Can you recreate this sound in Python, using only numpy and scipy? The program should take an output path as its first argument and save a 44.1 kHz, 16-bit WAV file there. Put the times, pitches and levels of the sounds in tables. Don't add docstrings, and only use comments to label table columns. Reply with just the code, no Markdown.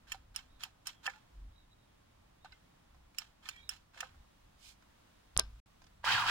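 import sys
import numpy as np
from scipy import signal
from scipy.fft import rfft, irfft, next_fast_len
from scipy.io import wavfile
from scipy.ndimage import uniform_filter1d

SR = 44100
rng = np.random.default_rng(int(sys.argv[2]) if len(sys.argv) > 2 else 0)


def decibels_to_gain(level_db):
    exponent = np.asarray(level_db, float) / 20
    return 10 ** exponent


def inscribe(sig):
    pcm = np.round(np.clip(np.atleast_2d(sig).T, -1, 1) * 32767)
    wavfile.write(sys.argv[1], SR, pcm.astype(np.int16))


N = 277830
T = np.arange(N) / SR
PADDED = next_fast_len(int(N + SR // 4))
HZ = np.fft.rfftfreq(PADDED, 1 / SR)


def unit(x):
    return x / np.sqrt(np.mean(x ** 2))


def shape(x, points):
    hz, db = np.transpose(points)
    gain = decibels_to_gain(np.interp(np.log(HZ + 1), np.log(hz), db))
    return irfft(rfft(x, PADDED) * gain, PADDED)[..., :N]


def tilt(x, db_per_octave, pivot_hz=3000):
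    low = signal.lfilter(*signal.butter(1, pivot_hz, fs=SR), x)
    return low * decibels_to_gain(-db_per_octave) + (x - low) * decibels_to_gain(db_per_octave)


def thin(x, low_hz, order=2):
    return signal.sosfilt(signal.butter(order, low_hz, "high", fs=SR, output="sos"), x)


def ring(x, modes, widen=1.):
    out = 0
    for k, (hz, width_hz, db) in enumerate(modes):
        r = np.exp(-np.pi * width_hz * widen / SR)
        poles = [1, -2 * r * np.cos(2 * np.pi * hz / SR), r * r]
        out = out + (-1) ** k * decibels_to_gain(db) * (1 - r) * signal.lfilter([1, 0, -1], poles, x)
    return out


def add(track, s, sound, db):
    i = int(s * SR)
    track[i:i + len(sound)] += (decibels_to_gain(db) * sound / np.abs(sound).max())[:N - i]


def walk(rate_hz):
    k = int(SR / rate_hz)
    steps = np.repeat(rng.standard_normal(N // k + 1), k)
    return unit(uniform_filter1d(uniform_filter1d(steps, k), k)[:N])


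def held(s, values):
    return np.asarray(values)[np.searchsorted((s[1:] + s[:-1]) / 2, T)]


def swell(rows, order=2):
    out = np.zeros(N)
    for s, db, rise_s, fall_s, *_ in rows:
        near = slice(max(int((s - 4 * rise_s) * SR), 0), int((s + 4 * fall_s) * SR))
        late = T[near] - s
        out[near] += decibels_to_gain(db - 20 * np.where(late < 0, -late / rise_s, late / fall_s) ** order)
    return out


def grains(per_s, spread_db, channels=1):
    moment, sign, size = rng.random((3, channels, N))
    return unit((moment < per_s / SR) * np.sign(sign - .5) * decibels_to_gain(-spread_db * np.log(size + 0.00051)))


def breathy(phase, width_hz, share):
    noise = walk(width_hz) * np.sin(phase) + walk(width_hz) * np.cos(phase)
    return np.sqrt(2 * (1 - share)) * np.sin(phase) + np.sqrt(share) * noise


def whistles(calls, width_hz, share, sag_hz=0):
    s, *_, hz = np.transpose(calls)
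    arch_s = .05
    pitch_hz = held(s, hz) - sag_hz * np.minimum(((T - held(s, s)) / arch_s) ** 2, 4)
    return swell(calls) * breathy(2 * np.pi * np.cumsum(pitch_hz) / SR, width_hz, share)


def snaps(events):
    out, lead_s = np.zeros(N), 40 / SR
    late = T[:SR // 50] - lead_s
    for s, db, hz, width_hz in events:
        pulse = np.exp(-(np.pi * width_hz * late / 2.4) ** 2) * np.cos(2 * np.pi * hz * late + 2.6)
        add(out, s - lead_s, pulse, db)
    return out


def place(x, balance, lag_s, wet_db, t60):
    t, x = T[:SR // 5], x * np.ones((2, 1))
    echo = rng.standard_normal((2, len(t))) * np.exp(-np.log(1000) * t / t60) * (t > .001)
    echo /= np.sqrt(np.sum(echo ** 2, 1))[:, None]
    wet = signal.oaconvolve(x, echo, axes=1)[:, :N] * decibels_to_gain(wet_db)
    high = 1 / (1 + (1700 / (HZ + 1)) ** 6)
    delay = 1 - high + high * np.exp(-2j * np.pi * HZ * lag_s)
    late = irfft(rfft(x[0], PADDED) * delay, PADDED)[:N]
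    return np.array([shape(late + wet[0], balance), x[1] + wet[1]])


# hz, level_db (per Hz)
ROOM_MID = [(35, -30), (60, -8.5), (76, -1.5), (204, -6.5), (224, -9.5), (304, -10.5), (412, -18.5),
            (1060, -15), (1850, -21), (2040, -22.5), (2520, -24), (3750, -24.5), (4220, -27.5),
            (15000, -40), (16500, -28)]
ROOM_SIDE = [(35, -41.5), (60, -8), (318, -3.5), (384, -3.5), (546, -5.5), (615, -3.5), (938, -5.5),
             (1570, -13), (2460, -13), (15000, -28.5), (16500, -26)]
# start_s, swell_db
OUTDOOR_SWELL = [(0, 0.5), (3.5, 1.5), (4.9, 3), (5.7, 4), (6.3, -0.5)]
# hz, level_db (per Hz)
RUMBLE_TONE = [(8.8, -41.5), (15, -5.5), (54, -1.5), (65, -4), (80, -12), (114, -11), (162, -36),
               (206, -24.5), (300, -33.5), (390, -52.5), (660, -120)]
# loudest_s, level_db, rise_s, fall_s
RUMBLE_SWELLS = [(.17, -63, 0.15, .07), (.29, -65, 0.072, 0.22), (.59, -65, 0.11, 0.053),
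                 (1.44, -53.5, 0.075, 0.13), (1.62, -72, 0.045, 0.18), (2.46, -71, 0.074, 0.18),
                 (2.99, -67.5, 0.12, 0.11), (3.68, -68, 0.27, 0.14), (4.2, -59.5, 0.18, 0.068),
                 (4.47, -72, 0.091, 0.051), (4.72, -73, 0.092, 0.11), (5.38, -52, 0.039, .05),
                 (5.435, -52.5, 0.026, .2), (5.85, -71, 0.15, 0.22), (6.12, -61, 0.16, 0.17),
                 (6.3, -50, 0.048, .1)]


def shed():
    mid = unit(shape(rng.standard_normal(N), ROOM_MID)) * decibels_to_gain(-71)
    side = unit(shape(rng.standard_normal(N), ROOM_SIDE)) * decibels_to_gain(-73.5)
    swell_db = np.interp(T, *np.transpose(OUTDOOR_SWELL)) / 2
    wander = decibels_to_gain(swell_db + .7 * walk(5))
    left = tilt(mid + side, swell_db, 1500) * decibels_to_gain(0.64)
    right = tilt(mid - side, swell_db, 2100) * decibels_to_gain(1.68)
    rumble_gain = swell(RUMBLE_SWELLS) + decibels_to_gain(-72 + 0.5 * walk(4.5))
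    rumble = unit(shape(rng.standard_normal(N), RUMBLE_TONE)) * rumble_gain
    return rumble + wander * np.array([left, right])


# loudest_s, level_db, rise_s, fall_s, pitch_hz
FLOOR_HUM = [
    (1.44, -47.5, .13, 0.1, 49),
    (4.19, -60, 0.072, 0.045, 48),
    (5.44, -55, 0.044, 0.23, 52.1),
]


def floor():
    return whistles(FLOOR_HUM, 12, 0.25)


# loudest_s, level_db, rise_s, fall_s, pitch_hz (times per 20 dB)
BIRD_CALLS = [(.54, -71, 0.089, 0.12, 3770), (.96, -72.5, .06, 0.34, 3350),
              (1.59, -66.5, 0.09, 0.075, 3890), (1.734, -63, 0.033, 0.01, 3920),
              (1.81, -77, 0.058, 0.15, 3830), (2.46, -68, .08, 0.12, 3800),
              (3.642, -59.5, 0.066, 0.11, 3830), (4.235, -77, 0.074, 0.071, 3850)]


def birds():
    return whistles(BIRD_CALLS, 450, .92, sag_hz=162.6)


# loudest_s, level_db, rise_s, fall_s
SLEEVE_BRUSH = [
    (4.68, -55.5, 0.1, 0.068),
]
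# hz, level_db (per Hz)
CLOTH_TONE = [(530, -42), (900, -15), (1620, -12), (2090, -9), (2300, -3.5), (3820, -0.5), (7680, -5),
              (16000, -23)]


def sleeve():
    fibres = grains(7500, 1.8) + grains(9000, 1.7, channels=2)
    return unit(shape(fibres, CLOTH_TONE)) * swell(SLEEVE_BRUSH)


# loudest_s, level_db, rise_s, fall_s, pitch_hz
SPRING_PARTIAL_A = [(1.165, -65, .05, 0.059, 852), (3.575, -61, 0.11, 0.094, 2320)]
SPRING_PARTIAL_B = [(1.15, -69, 0.16, 0.047, 1410), (3.55, -65.5, 0.11, 0.095, 1920)]
SPRING_PARTIAL_C = [(1.13, -81, .03, 0.1, 3150), (3.515, -63.5, .03, 0.048, 3595),
                    (3.57, -65, 0.099, 0.092, 3270)]


def spring():
    partials = (SPRING_PARTIAL_A, SPRING_PARTIAL_B, SPRING_PARTIAL_C)
    return sum(decibels_to_gain(-2) * whistles(partial, 140, .85) for partial in partials)


# hz, width_hz, level_db
PLATE_MODES = [(890, 100, -0.5), (1250, 86, 3.5), (1700, 177, -0.5), (2680, 89, 2), (3150, 207, -0.5),
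               (3460, 183, 0), (4080, 154, -1.5), (5660, 290, -7), (7230, 240, -8.5), (9400, 600, -17),
               (13000, 3000, -27.5)]
# arrival_s, level_db, length_s, bright_db (per octave)
PLATE_TRAVEL = [(0.117, -60, 0.048, 4.5), (0.356, -57.5, 0.014, 3.5), (0.632, -56.5, 0.041, 5),
                (0.875, -52.5, 0.022, 9.5), (1.062, -51, 0.035, 3), (2.524, -77, 0.041, -5),
                (3.183, -67.5, 0.024, 8), (3.482, -56, 0.062, 1.5), (4.007, -56, 0.075, 0)]
# start_s, level_db, fade_s (per 20 dB), bright_db (per octave)
PLATE_SETTLE = [(0.127, -54, 0.0639, 1.5), (0.368, -54, 0.0744, 3.5), (0.643, -53, 0.0526, 3),
                (0.88, -52.5, 0.0552, 8.5), (1.085, -56.5, 0.13, -1), (2.448, -71, 0.1, -9),
                (2.527, -77, 0.13, 8), (3.193, -57.5, 0.0956, 5.5), (3.495, -60.5, 0.11, 6.5),
                (3.703, -56, 0.076, 9), (4.015, -53.5, 0.0959, -2.5)]


def slide():
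    scrape = unit(ring(grains(7000, 3.0) + grains(7000, 4.4, channels=2), PLATE_MODES, 2.26))
    gain = swell([(s, db, .007, fade_s) for s, db, fade_s, _ in PLATE_SETTLE], order=1)
    gather_db, jolt_db, jolt_s, start_s = 9.5, 8.5, 0.0018, 0.0077
    for s, db, length_s, _ in PLATE_TRAVEL:
        span = slice(int((s - length_s) * SR), int(s * SR))
        to_go = s - T[span]
        push_db = db - gather_db * to_go / length_s + jolt_db * (to_go < jolt_s)
        gain[span] += decibels_to_gain(push_db) * np.minimum((length_s - to_go) / start_s, 1)
    moves = np.array(sorted(PLATE_TRAVEL + PLATE_SETTLE))
    uneven = uniform_filter1d(gain * decibels_to_gain(1.14 * walk(150) + 3.0), size=200)
    return tilt(scrape, held(moves[:, 0], moves[:, 3])) * uneven


# start_s, peak_db, pitch_hz, t60_s, crack_db
PLATE_KNOCKS = [(0.069, -56, 1610, 0.065, -1), (0.144, -38.5, 773, 0.059, -3.5),
                (0.343, -53, 2760, 0.052, 21), (0.389, -40, 3110, 0.043, -3),
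                (0.664, -49.5, 770, 0.033, -5), (0.894, -40.5, 3090, 0.045, -9),
                (1.0435, -46, 1400, 0.034, 7), (1.058, -36, 1730, .03, 6), (1.097, -37.5, 1700, 0.063, 0),
                (1.135, -50, 1950, .08, -6), (2.446, -41, 738, 0.025, -4.5),
                (2.457, -44.5, 1203, 0.059, -13), (2.945, -55, 1040, 0.038, -2),
                (3.146, -53, 2250, 0.059, 9), (3.218, -40, 3140, 0.065, 4), (3.456, -40.5, 3430, .04, -6),
                (3.461, -43, 1800, .03, -16), (3.721, -42.5, 2790, 0.099, 3), (3.962, -54, 524, 0.36, -20),
                (3.975, -40.5, 1700, 0.038, 2), (3.944, -52, 1480, .04, 6), (4.031, -30.5, 1250, 0.01, -20),
                (4.144, -56, 1120, 0.073, -3), (4.823, -54.5, 1390, 0.065, 10.5),
                (5.818, -51, 831, 0.13, 7)]
# start_s, peak_db, pitch_hz, t60_s, crack_db
METAL_TICKS = [(0.6065, -41, 3480, 0.04, -2), (.1, -55, 4100, .04, -9), (.62, -52, 4300, .04, -4),
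               (2.5216, -44.5, 3920, 0.044, -13), (2.5254, -49, 2090, 0.086, -12),
               (5.8187, -57.5, 4890, 0.051, -2), (5.8411, -51, 4950, 0.022, 1),
               (5.867, -54, 4750, 0.037, -1)]


def knocks(events):
    out, t = np.zeros(N), T[:SR // 5]
    for s, db, hz, t60, crack_db in events:
        width = 2.2 / np.clip(t60, .01, .3)
        push = np.exp(-(t * hz * 4 - 1.5) ** 2)
        modes = [(hz, width, 0), (1.27 * hz, 2 * width, -3), (.72 * hz, 2 * width, -9), (1.9 * hz, 3 * width, -5)]
        body = ring(push, modes)
        crack = ring(rng.standard_normal(len(t)) * np.exp(-t / 0.0049), PLATE_MODES, 3.8)
        hit = body / np.abs(body).max() + decibels_to_gain(crack_db) * crack / np.abs(crack).max()
        add(out, s, hit, db)
    return out


# start_s, peak_db, contact_s
END_STOPS = [
    (1.0755, -23, .0001),
    (1.082, -46, .00015),
    (4.027, -35.5, 0.00036),
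]
# hz, width_hz, level_db
END_STOP_MODES = [(519.5, 20, -4), (805, 33, -0.5), (974, 23, -1), (1250, 130, -5), (1400, 20, -2),
                  (1636, 28, 1), (1750, 80, 5.5), (2015, 64, -0.5), (2299, 33, -1), (2627, 36, -2),
                  (3085, 42, -12), (3400, 40, -9)]


def stops():
    out, t = np.zeros(N), T[:SR // 4]
    for s, db, contact_s in END_STOPS:
        push = (1 + .3 * rng.standard_normal(len(t))) * np.exp(-(t / contact_s - 2) ** 2)
        add(out, s, ring(push, END_STOP_MODES), db)
    return out


# start_s, peak_db, bright_db (per octave), burst_s
SWITCH_PRESS = [(0.119, -26.5, -0.5, 0.0047), (0.6351, -26.5, -1.5, 0.0037), (1.064, -24.5, -8, 0.0043),
                (3.4879, -26, -1, 0.0045), (4.0052, -26, -2, 0.0031)]
SWITCH_RELEASE = [(0.361, -22.5, 0, 0.0017), (0.8696, -26, 0.0096, 0.0068), (3.1844, -22.5, 0, 0.0018),
                  (3.692, -22, 0.01, 0.00081)]
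# hz, width_hz, level_db
SWITCH_PRESS_MODES = [(1250, 200, -6), (1830, 230, -4), (2680, 250, 2.5), (3150, 250, -7), (4300, 350, -8),
                      (4950, 200, -8.5), (5360, 170, -4.5), (5950, 200, -10.5), (6960, 135, -1.5),
                      (9050, 110, -28), (9720, 120, -9.5), (12400, 500, -17), (15300, 550, -19)]
SWITCH_RELEASE_MODES = [(1410, 76, -9), (1920, 110, -8.5), (2870, 460, -4), (3920, 170, -13),
                        (4950, 150, -8), (5410, 214, 3), (6860, 220, -2.5), (7830, 190, -2.5),
                        (9000, 210, -3.5), (12200, 680, -20), (14100, 220, -21), (15300, 330, -23),
                        (5397, 37, 2)]


def switch(events, modes):
    out, t = np.zeros(N), T[:SR // 20]
    for s, db, bright_db, burst_s in events:
        decay = np.exp(-t / np.clip(burst_s / 2, 3e-4, .02))
        chatter = rng.standard_normal(len(t)) * decay * np.minimum(t / 0.00051, 1)
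        case = 0
        for hz, width_hz, mode_db in modes:
            vary_db = 1.5 * rng.standard_normal()
            mode = unit(ring(chatter, [(hz, width_hz, mode_db)]))
            case = case + mode * decibels_to_gain(mode_db + vary_db) * np.sqrt(width_hz)
        snap = tilt(unit(case) + 0.026 * unit(chatter), bright_db)
        add(out, s, thin(snap, 1340), db + 2.5)
    return out


# start_s, peak_db, centre_hz, width_hz
DOME_SNAPS = [
    (5.3757, -2.5, 8160, 7100),
    (5.3956, -7, 5100, 5030),
    (5.3958, -3.5, 8000, 8800),
]
# start_s, peak_db, centre_hz, width_hz
CASE_TAPS = [(5.3666, -15, 2500, 7000), (5.3765, -28.5, 4010, 5020), (5.3827, -46.5, 11100, 7900),
             (5.3879, -27, 900, 3000), (5.3916, -22.5, 1500, 4000), (5.3928, -19, 3510, 9000),
             (5.3967, -26, 4340, 2500), (5.4365, -44, 4000, 8000)]
# start_s, level_db, rise_s, fade_s (per 20 dB)
SHELL_CREAK = [(5.367, -43, .0006, -0.0056), (5.3755, -44, .002, -0.0068), (5.3915, -35, 0.00087, 0.0137),
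               (5.403, -51, .004, 0.027), (5.437, -68, .004, 0.09)]
# start_s, peak_db
FINGER_THUMPS = [
    (5.368, -30.5),
    (5.3758, -39),
    (5.396, -42),
]
# hz, level_db
SHELL_TONE = [(120, -25), (250, -0.5), (1300, -1), (2300, 0.5), (4500, -5), (6640, -9), (9000, -22.5),
              (14000, -32)]
# hz, level_db
CAMERA_RING = [(1200, 12), (1561, 4), (3451, 0), (3914, 2), (5238, 3), (8958, -20), (10140, -7)]
# hz, left_minus_right_db
DOME_BALANCE = [(100, -5), (1200, -3), (2400, -10.5), (4400, -16.5), (8000, -33), (15000, -24)]
SHELL_BALANCE = [(100, 7.5), (300, 7), (1200, 10.5), (4400, 10.5), (8000, 1.5), (15000, 6.5)]


def button():
    thump, t = np.zeros(N), T[:SR // 5]
    for s, db in FINGER_THUMPS:
        add(thump, s, np.sin(2 * np.pi * 58 * t) * np.exp(-t / 0.031), db)
    dome = snaps(DOME_SNAPS)
    rub = grains(5400, 2.8) + .5 * grains(5000, 2.0, channels=2)
    creak = unit(shape(rub, SHELL_TONE)) * swell(SHELL_CREAK, order=1)
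    shell = snaps(CASE_TAPS) * decibels_to_gain(-9.5) + creak
    tone = ring(dome + 3 * shell[0], [(hz, 19, db) for hz, db in CAMERA_RING])
    both = place(dome, DOME_BALANCE, -.0006, -46, .05) + place(shell, SHELL_BALANCE, -.0002, -24, .03)
    return both + decibels_to_gain(-7) * tone * decibels_to_gain(np.array([[-3], [0]])) + thump


# start_s, level_db
MOTOR_LOAD = [(6.03, -65), (6.042, -46), (6.052, -44.5), (6.064, -31), (6.1, -30.5), (6.125, -29.5),
              (6.16, -32.5), (6.205, -32.5), (6.235, -34.5), (6.26, -33.5), (6.272, -32), (6.3, -30)]
# start_s, mesh_hz
MESH_SPEED = [(6.03, 892), (6.075, 1279), (6.098, 1581), (6.122, 1660), (6.135, 1900), (6.17, 1500),
              (6.205, 1250), (6.225, 1132), (6.255, 958), (6.272, 1282), (6.288, 1652), (6.3, 1750)]
# start_s, hiss_boost_db, rise_s, fall_s
GEAR_BITE = [
    (6.052, 12.5, 0.01, 0.007),
]
# level_db (at mid speed), slope_db (per doubling of speed)
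BRUSH_LEVEL = (-3, 8.8)
AIR_LEVEL = (-17, 3.6)
WHINE_LEVEL = (-8, 0)
# hz, level_db
HOUSING_SING = [(900, -7.5), (1100, -1), (1250, 3), (1430, 0), (1620, 2), (1750, -8), (2000, -5)]
# hz, width_hz, level_db
HOUSING_MODES = [(750, 94, -7.5), (876, 70, -1), (1040, 130, -1), (1305, 300, -5), (1600, 84, -2),
                 (1950, 120, -11)]
# hz, level_db (per Hz)
FRAME_TONE = [(1120, -24.5), (1900, -2.5), (2140, -7.5), (2560, -4), (2910, -3.5), (3840, -7), (4150, -8),
              (4650, -7.5), (7000, -28), (9100, -40), (15400, -120)]
AIR_TONE = [(3530, -25), (6000, 1), (8050, -1), (9060, -8), (10400, -6.5), (14200, -20), (15100, -12),
            (15900, -11)]


def motor():
    level_db = np.interp(T, *np.transpose(MOTOR_LOAD), left=-140)
    mesh_hz = np.interp(T, *np.transpose(MESH_SPEED))
    doublings = np.log2(mesh_hz / 1300)
    brush_db, air_db, mesh_db = (db + slope_db * doublings for db, slope_db in (BRUSH_LEVEL, AIR_LEVEL, WHINE_LEVEL))
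    coasting = uniform_filter1d(1. * (np.gradient(mesh_hz) < 0), size=900)
    mesh_db = mesh_db + np.interp(mesh_hz, *np.transpose(HOUSING_SING)) + 2.5 * coasting
    mesh, bite = 2 * np.pi * np.cumsum(mesh_hz) / SR, 1 + swell(GEAR_BITE)
    shaft = 1 + 0.093 * np.sin(mesh / 24)
    bars = 1 + .4 * np.sin(6 * mesh / 24)
    overtones = decibels_to_gain(-10) * breathy(2 * mesh, 500, .9) + decibels_to_gain(-15) * breathy(3 * mesh, 700, .9)
    whine = (breathy(mesh, 200, .6) * shaft + overtones) * decibels_to_gain(mesh_db)
    teeth = grains(2500, 0.82) + 0.4 * grains(2200, 3.1, channels=2)
    grind = unit(thin(ring(teeth * shaft, HOUSING_MODES), 680, order=4)) * decibels_to_gain(-4)
    rattle = grains(9000, 1.8, channels=2) * shaft * bars
    brushes = unit(shape(rattle, FRAME_TONE)) * decibels_to_gain(brush_db)
    air = unit(shape(grains(9000, 2.3, channels=2) * bars, AIR_TONE)) * decibels_to_gain(air_db)
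    gears = unit(ring(rng.standard_normal(N), [(105.0, 18, 1.5), (290, 850, -16.5)])) * decibels_to_gain(-21.5)
    run = (grind + whine + bite * (brushes + air) + gears) * uniform_filter1d(decibels_to_gain(level_db), size=90)
    start_knock = knocks([(6.0415, -30, 860, .045, -14), (6.042, -31, 1600, .04, -14)])
    return run + thin(start_knock, 600)


# hz, left_minus_right_db
BENCH_BALANCE = [(60, -7), (110, -0.5), (200, -0.5), (380, -55), (700, -0.5), (1290, -2), (2380, -3),
                 (4400, -5.5), (8120, -16.5), (15000, -1.5)]
MOTOR_BALANCE = [(700, -0.5), (1300, 1), (2400, -1), (4400, -5.5), (8100, -7.5), (15000, 5)]


def scene():
    snapping = switch(SWITCH_PRESS, SWITCH_PRESS_MODES) + switch(SWITCH_RELEASE, SWITCH_RELEASE_MODES)
    plate = knocks(PLATE_KNOCKS) + knocks(METAL_TICKS) + stops() + slide()
    bench = thin(snapping + plate, 520, order=4) + sleeve() + spring()
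    near = place(bench, BENCH_BALANCE, .0006, -3.5, .025)
    drive = place(motor() + decibels_to_gain(-4) * birds(), MOTOR_BALANCE, .0006, -7, .04)
    return shed() + floor() + near + button() + drive


def top_cut(x):
    return signal.sosfilt(signal.butter(12, 16800, fs=SR, output="sos"), x)


# start_s, end_s
SCENE_CHANGE = (5.602, 5.659)


def record(dry):
    start_s, end_s = SCENE_CHANGE
    gate = np.clip(np.maximum(start_s - T, T - end_s) / 0.00085, 0, 1)
    top = signal.ellip(10, .3, 40, 15820, fs=SR, output="sos")
    return top_cut(signal.sosfilt(top, dry * gate))


dry = scene()
out = record(dry)
inscribe(out)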